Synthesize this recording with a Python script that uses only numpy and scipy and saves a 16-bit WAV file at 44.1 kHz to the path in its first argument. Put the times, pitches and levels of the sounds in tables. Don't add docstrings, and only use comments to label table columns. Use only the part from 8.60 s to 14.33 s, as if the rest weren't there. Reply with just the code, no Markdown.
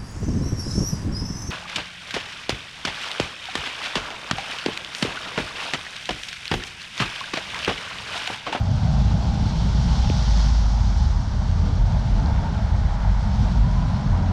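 import sys
import numpy as np
from scipy import signal
from scipy.fft import rfft, irfft, next_fast_len
from scipy.io import wavfile
from scipy.ndimage import uniform_filter1d, minimum_filter1d, map_coordinates

SR = 44100
rng = np.random.default_rng(int(sys.argv[2]) if len(sys.argv) > 2 else 0)


def volts_from_decibels(level):
    exponent = np.asarray(level, float) / 20
    return 10 ** exponent


def to_wav(sig):
    pcm = np.clip(np.atleast_2d(sig), -1, 1) * 32767
    pcm = np.round(pcm).astype(np.int16)
    wavfile.write(sys.argv[1], SR, pcm.T)


N = 252604
TIME = np.arange(N) / SR


def unit(x):
    return x / np.sqrt(np.mean(x ** 2) + 1e-20)


def curves(rows):
    seconds, *columns = np.transpose(rows)
    return [np.interp(TIME, seconds, column) for column in columns]


def wobble(rate):
    knots = rng.standard_normal(int(N * rate / SR) + 4)
    return map_coordinates(knots, [np.arange(N) * rate / SR])


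def swell(middle_s, length_s):
    return np.exp(-2 * ((TIME - middle_s) / length_s) ** 2)


def rush(spectrum, patchy_db=0., grit=0., rate=300):
    z = signal.stft(rng.standard_normal(N), nperseg=512)[2]
    patches = uniform_filter1d(rng.standard_normal(z.shape), 5, 0)
    patches = uniform_filter1d(patches, 10, 1)
    hiss = unit(signal.istft(z * volts_from_decibels(patchy_db * unit(patches)), nperseg=512)[1][:N])
    droplets = (rng.random(N) < rate / SR) * rng.standard_normal(N)
    size = next_fast_len(N + 8192)
    hz, db = np.transpose(spectrum)
    gain = volts_from_decibels(np.interp(np.log(np.fft.rfftfreq(size, 1 / SR) + 1), np.log(hz + 1), db))
    return unit(irfft(rfft(hiss + grit * unit(droplets), size) * gain, size)[:N])


def tone(rows, unsteady_hz, flutter_db, second_db, fade_s=0.044):
    hz, db = curves(rows)
    gate = np.clip(np.minimum(TIME - rows[0][0], rows[-1][0] - TIME) / fade_s + .5, 0, 1)
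    phase = 2 * np.pi * np.cumsum(hz + unsteady_hz * wobble(12)) / SR
    wave = np.sin(phase) + volts_from_decibels(second_db) * np.sin(2 * phase)
    return np.sqrt(2) * gate * volts_from_decibels(db + flutter_db * wobble(14)) * wave


def nearness(column):
    # closest moment in seconds, approach in seconds, tread and water in dB over the far traffic.
    wheel_passes = [(.35, 0.23, -1, 1.5), (.9, 0.33, -2.5, 2), (1.33, .2, -0.5, 5), (1.6, 0.3, -7, 9),
                    (1.84, 0.23, 5.5, 10.5), (2.4, 0.27, -2, 5), (3.05, 0.18, -4, -2.5),
                    (3.551, .25, -2, 0), (3.85, 0.16, 3, -8), (4.45, 0.38, 5.5, -8), (4.87, 0.15, 0, 2),
                    (5.35, 0.31, 1.5, -3), (5.7, .2, 2.5, -7)]
    leave_share = 0.56
    power = 1
    for row in wheel_passes:
        closest_s, approach_s = row[:2]
        width_s = np.where(TIME < closest_s, approach_s, leave_share * approach_s)
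        power = power + volts_from_decibels(2 * row[column]) / (1 + ((TIME - closest_s) / width_s) ** 2)
    return 10 * np.log10(power)


def layer_db(near_db, far_db, weight_share, near_share, shadow_db):
    # time in seconds, weight in dB.
    far_weight = [(0, 1.5), (.4, 2.5), (1.1, 0), (1.45, 0.5), (1.7, -2), (2.2, -1.5), (2.6, -3), (3, -2),
                  (3.2, -2), (3.45, -.5), (3.9, 1), (4.3, -6.5), (4.55, -3), (4.85, 1), (5.1, 2), (5.4, -1),
                  (5.73, 0.5)]
    weight_db, = curves(far_weight)
    shadow = swell(2.22, 1)
    return far_db + weight_share * weight_db + near_share * near_db - shadow_db * shadow


def cobbles(tread_db):
    # frequency in Hz, level in dB per Hz.
    ground_colour = [(12, -51.5), (20, -17), (30, -11), (43, -6.5), (58, -10), (68, -5.5), (110, -120)]
    # frequency in Hz, level in dB per Hz.
    thud_colour = [(35, -120), (56, -20.5), (66, 0), (97, -2.5), (120, -9.5), (160, -41), (260, -120)]
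    # frequency in Hz, level in dB per Hz.
    drum_colour = [(62, -27.5), (105, 1), (210, -4.5), (280, -23.5), (360, -48), (620, -120)]
    # frequency in Hz, level in dB per Hz.
    boom_colour = [(140, -22), (240, -2.5), (282, 1.5), (334, -8.5), (472, -9), (520, -12.5), (680, -51),
                   (1140, -120)]
    # middle in seconds, length in seconds, gain in dB.
    road_hollows = [(0.594, 0.18, 9.5), (0.94, 0.36, 9.5), (1.407, 0.081, 0), (1.65, .1, 4),
                    (2.05, 0.096, -2), (2.703, 0.38, 2.5), (3.149, 0.16, 8), (3.642, 0.24, 3),
                    (4.5, .14, -11), (4.88, 0.075, 3.5), (5.1, 0.14, -3), (5.6, .25, 5)]

    ground_db = layer_db(tread_db, far_db=-29.5, weight_share=-0.3, near_share=0.23, shadow_db=-1)
    ground = volts_from_decibels(ground_db + 1.7 * wobble(5)) * rush(ground_colour)

    thud_db = layer_db(tread_db, far_db=-26, weight_share=.4, near_share=.1, shadow_db=-1.2)
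    thud = volts_from_decibels(thud_db + 0.5 * wobble(5)) * rush(thud_colour)

    drum_db = layer_db(tread_db, far_db=-25.5, weight_share=1.24, near_share=0.16, shadow_db=0.8)
    drum = volts_from_decibels(drum_db + 0.4 * wobble(6.5)) * rush(drum_colour, patchy_db=1.13)

    boom_db = layer_db(tread_db, far_db=-47.5, weight_share=-0.16, near_share=0.11, shadow_db=1.2)
    for middle_s, length_s, gain_db in road_hollows:
        boom_db = boom_db + gain_db * swell(middle_s, length_s)
    boom = volts_from_decibels(boom_db + 3.1 * wobble(9)) * rush(boom_colour, patchy_db=-2.4, grit=0.26, rate=40)
    return ground + thud + drum + boom


def treads(tread_db):
    # frequency in Hz, level in dB per Hz.
    roar_colour = [(280, -11), (480, -7.5), (632, 2.5), (830, -1.5), (1080, -41), (1830, -120)]
    # frequency in Hz, level in dB per Hz.
    horn_colour = [(480, -32.5), (810, -0.5), (908, -0.5), (1160, -8), (1510, -22.5), (2550, -120)]
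    # frequency in Hz, level in dB per Hz.
    upper_colour = [(670, -21), (1140, -4.5), (1470, -0.5), (1620, -7), (2110, -34), (3560, -120)]
    # frequency in Hz, level in dB per Hz.
    edge_colour = [(930, -34.5), (1580, -0.5), (1880, -1), (2300, -5.5), (2990, -35.5), (5060, -120)]
    jolt = wobble(16)

    roar_db = layer_db(tread_db, far_db=-42.5, weight_share=0.35, near_share=.5, shadow_db=3.5)
    roar = volts_from_decibels(roar_db + 0.31 * jolt) * rush(roar_colour, patchy_db=1.75, grit=0.22, rate=51)

    horn_db = layer_db(tread_db, far_db=-44.5, weight_share=-0.16, near_share=0.7, shadow_db=-0.1)
    horn = volts_from_decibels(horn_db + 0.78 * jolt) * rush(horn_colour, patchy_db=-1.3, grit=0.23, rate=60)

    upper_db = layer_db(tread_db, far_db=-49, weight_share=0.26, near_share=0.71, shadow_db=-0.3)
    upper = volts_from_decibels(upper_db + 0.34 * jolt) * rush(upper_colour, patchy_db=0.05, grit=.2, rate=290)

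    edge_db = layer_db(tread_db, far_db=-54.5, weight_share=0, near_share=1.04, shadow_db=-0.8)
    edge = volts_from_decibels(edge_db) * rush(edge_colour, patchy_db=-0.1, grit=0.26, rate=23)
    return roar + horn + upper + edge


def water(water_db, tread_db):
    # frequency in Hz, level in dB per Hz.
    swish_colour = [(1260, -35), (2150, -5), (2560, -4), (3400, -4.5), (4420, -11), (7480, -120)]
    # frequency in Hz, level in dB per Hz.
    spray_colour = [(1820, -31.5), (3100, 1), (4500, 0.5), (5850, -11.5), (9900, -120)]
    # frequency in Hz, level in dB per Hz.
    fizz_colour = [(2530, -17.5), (4300, -4.5), (5610, -2), (6700, -11), (8710, -42.5), (14700, -120)]
    # frequency in Hz, level in dB per Hz.
    mist_colour = [(5200, -30), (6300, -7), (7500, -9.5), (9600, -19), (10400, -26), (11000, -30.5),
                   (11600, -53), (14000, -120)]
    # frequency in Hz, level in dB per Hz.
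    air_colour = [(9000, -120), (11400, -11), (12200, -0.5), (13200, -7), (14500, -7), (15700, -17.5),
                  (16500, -120)]
    splash = 0.29 * wobble(17) + 1.2 * wobble(35)

    swish_db = layer_db(water_db, far_db=-54, weight_share=0.44, near_share=0.59, shadow_db=3.5)
    swish_db = swish_db + 0.26 * tread_db + 0.27 * splash
    swish = volts_from_decibels(swish_db) * rush(swish_colour, patchy_db=0.4, grit=0.49, rate=220)

    spray_db = layer_db(water_db, far_db=-54, weight_share=-0.06, near_share=1.16, shadow_db=3.5)
    spray = volts_from_decibels(spray_db + 0.5 * splash) * rush(spray_colour, patchy_db=0.8, grit=0.33, rate=620)

    fizz_db = layer_db(water_db, far_db=-54, weight_share=.05, near_share=1.1264, shadow_db=-1.3)
    fizz = volts_from_decibels(fizz_db + 0.42 * splash) * rush(fizz_colour, patchy_db=0.4, grit=0.39, rate=380)

    mist_db = layer_db(water_db, far_db=-63, weight_share=.1, near_share=0.82, shadow_db=1.5)
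    mist = volts_from_decibels(mist_db + 0.5 * splash) * rush(mist_colour, patchy_db=1.0, grit=0.33, rate=370)

    air_db = 1.04 * mist_db - 19.0 + 1.2 * splash
    air = volts_from_decibels(air_db) * rush(air_colour, patchy_db=1.5, grit=.4, rate=320)
    return swish + spray + fizz + mist + air


def whine(tread_db):
    db = layer_db(tread_db, far_db=-47.5, weight_share=1.3, near_share=0.84, shadow_db=4.3)
    pitch_hz = 842.6 + 10 * TIME
    pitch_hz = pitch_hz + 100 * swell(5.45, .6)
    pitch_hz = pitch_hz + 22 * wobble(3) + 30 * wobble(5)
    phase = 2 * np.pi * np.cumsum(pitch_hz) / SR
    band = wobble(95) * np.sin(phase) + wobble(95) * np.cos(phase)
    return volts_from_decibels(db + 1.6 * wobble(4)) * band


def hums():
    # middle in seconds, length in seconds, pitch in Hz, glide in Hz per second, level in dB.
    far_engines = [
        (.2, 0.56, 95.2, 0, -23.5),
        (1.75, 0.24, 69.6, 0.5, -28),
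        (2.45, 0.43, 67.05, 0, -19),
        (3.1, 0.61, 85.04, -4.5, -25),
        (3.55, 0.93, 57, 0, -27),
        (4.496, 3.8, 41, 3, -31),
        (5, 0.34, 100, -1.5, -28.5),
        (5.6, 0.33, 88.7, 0, -21.5),
    ]
    out = np.zeros(N)
    for middle_s, length_s, hz, glide, db in far_engines:
        pitch_hz = hz + glide * (TIME - middle_s) + 1.34 * wobble(10)
        level = np.sqrt(2) * volts_from_decibels(db + 1.1 * wobble(7.4)) * swell(middle_s, length_s / 2)
        out += level * np.sin(2 * np.pi * np.cumsum(pitch_hz) / SR)
    return out


def engines():
    # time in seconds, pitch in Hz, level in dB.
    van_firing = [
        (.3, 52.4, -23.5),
        (.45, 56.14, -19.5),
        (.75, 57.3, -30),
        (1.2, 57.32, -17.5),
        (1.56, 55.84, -25.5),
        (1.7, 54.8, -15.5),
        (2.15, 52.3, -17),
        (2.68, 43.15, -25.5),
        (3.1, 42.5, -23),
    ]
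    # time in seconds, pitch in Hz, level in dB.
    car_firing = [
        (3.15, 45.43, -23),
        (3.45, 45.76, -27),
        (3.85, 46.98, -34),
        (4.1, 52.3, -23),
        (4.35, 51.08, -22),
        (4.55, 50.04, -26),
        (4.75, 49, -22),
        (5.2, 46, -26),
        (5.73, 47, -26),
    ]
    # time in seconds, pitch in Hz, level in dB.
    pull_firing = [
        (3.85, 75, -32),
        (4, 78, -26),
        (4.2, 81, -25),
        (4.35, 82, -31),
    ]
    van = tone(van_firing, unsteady_hz=0.78, flutter_db=0.0, second_db=-29.5)
    car = tone(car_firing, unsteady_hz=2.21, flutter_db=4.0, second_db=-8.5)
    pull = tone(pull_firing, unsteady_hz=.6, flutter_db=2.2, second_db=-16)
    return van + car + pull


def drops():
    # start in seconds, peak in dB, pitch in Hz, decay by 60 dB in seconds.
    housing_hits = [(1.4978, -15.5, 600, .014), (1.4985, -11.5, 400, .019), (1.5005, -8, 260, .026),
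                    (5.162, -27, 480, .03), (.5475, -18.5, 600, .016), (1.4992, -15, 2550, .005),
                    (1.4994, -22, 3600, .003), (4.4480, -20.5, 870, .03), (.7455, -42, 7500, .003),
                    (1.4995, -48, 13500, .003), (3.6603, -22.5, 4500, .0035), (5.412, -44, 7200, .004)]
    out = np.zeros(N + SR)
    t = np.arange(SR // 10) / SR
    for start_s, db, hz, t60_s in housing_hits:
        onset = (1 - np.exp(-2 * t * hz)) ** 2
        ring = volts_from_decibels(db - 60 * t / t60_s) * onset * np.sin(2 * np.pi * hz * t)
        out[round(start_s * SR):][:len(t)] += ring
    return out[:N]


def brake():
    # time in seconds, pitch in Hz, level in dB.
    squeal = [
        (2.9, 1160, -56),
        (3, 1185, -52.5),
        (3.1, 1205, -50.5),
        (3.2, 1210, -55),
    ]
    return tone(squeal, unsteady_hz=12, flutter_db=4, second_db=-40)


def scene():
    tread_db = nearness(column=2)
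    water_db = nearness(column=3)
    tyres = cobbles(tread_db) + treads(tread_db) + water(water_db, tread_db) + whine(tread_db)
    return (tyres + hums() + engines() + drops() + brake())[None]


def top_cut(x):
    return signal.sosfilt(signal.butter(12, 15720, fs=SR, output="sos"), x)


def record(dry):
    need = np.minimum(1, volts_from_decibels(-8.3) / (np.abs(dry) + 1e-9))
    held = minimum_filter1d(need, size=900, axis=1)
    gain = uniform_filter1d(held, size=600, axis=1)
    return top_cut(dry * gain)


dry = scene()
out = record(dry)
to_wav(out)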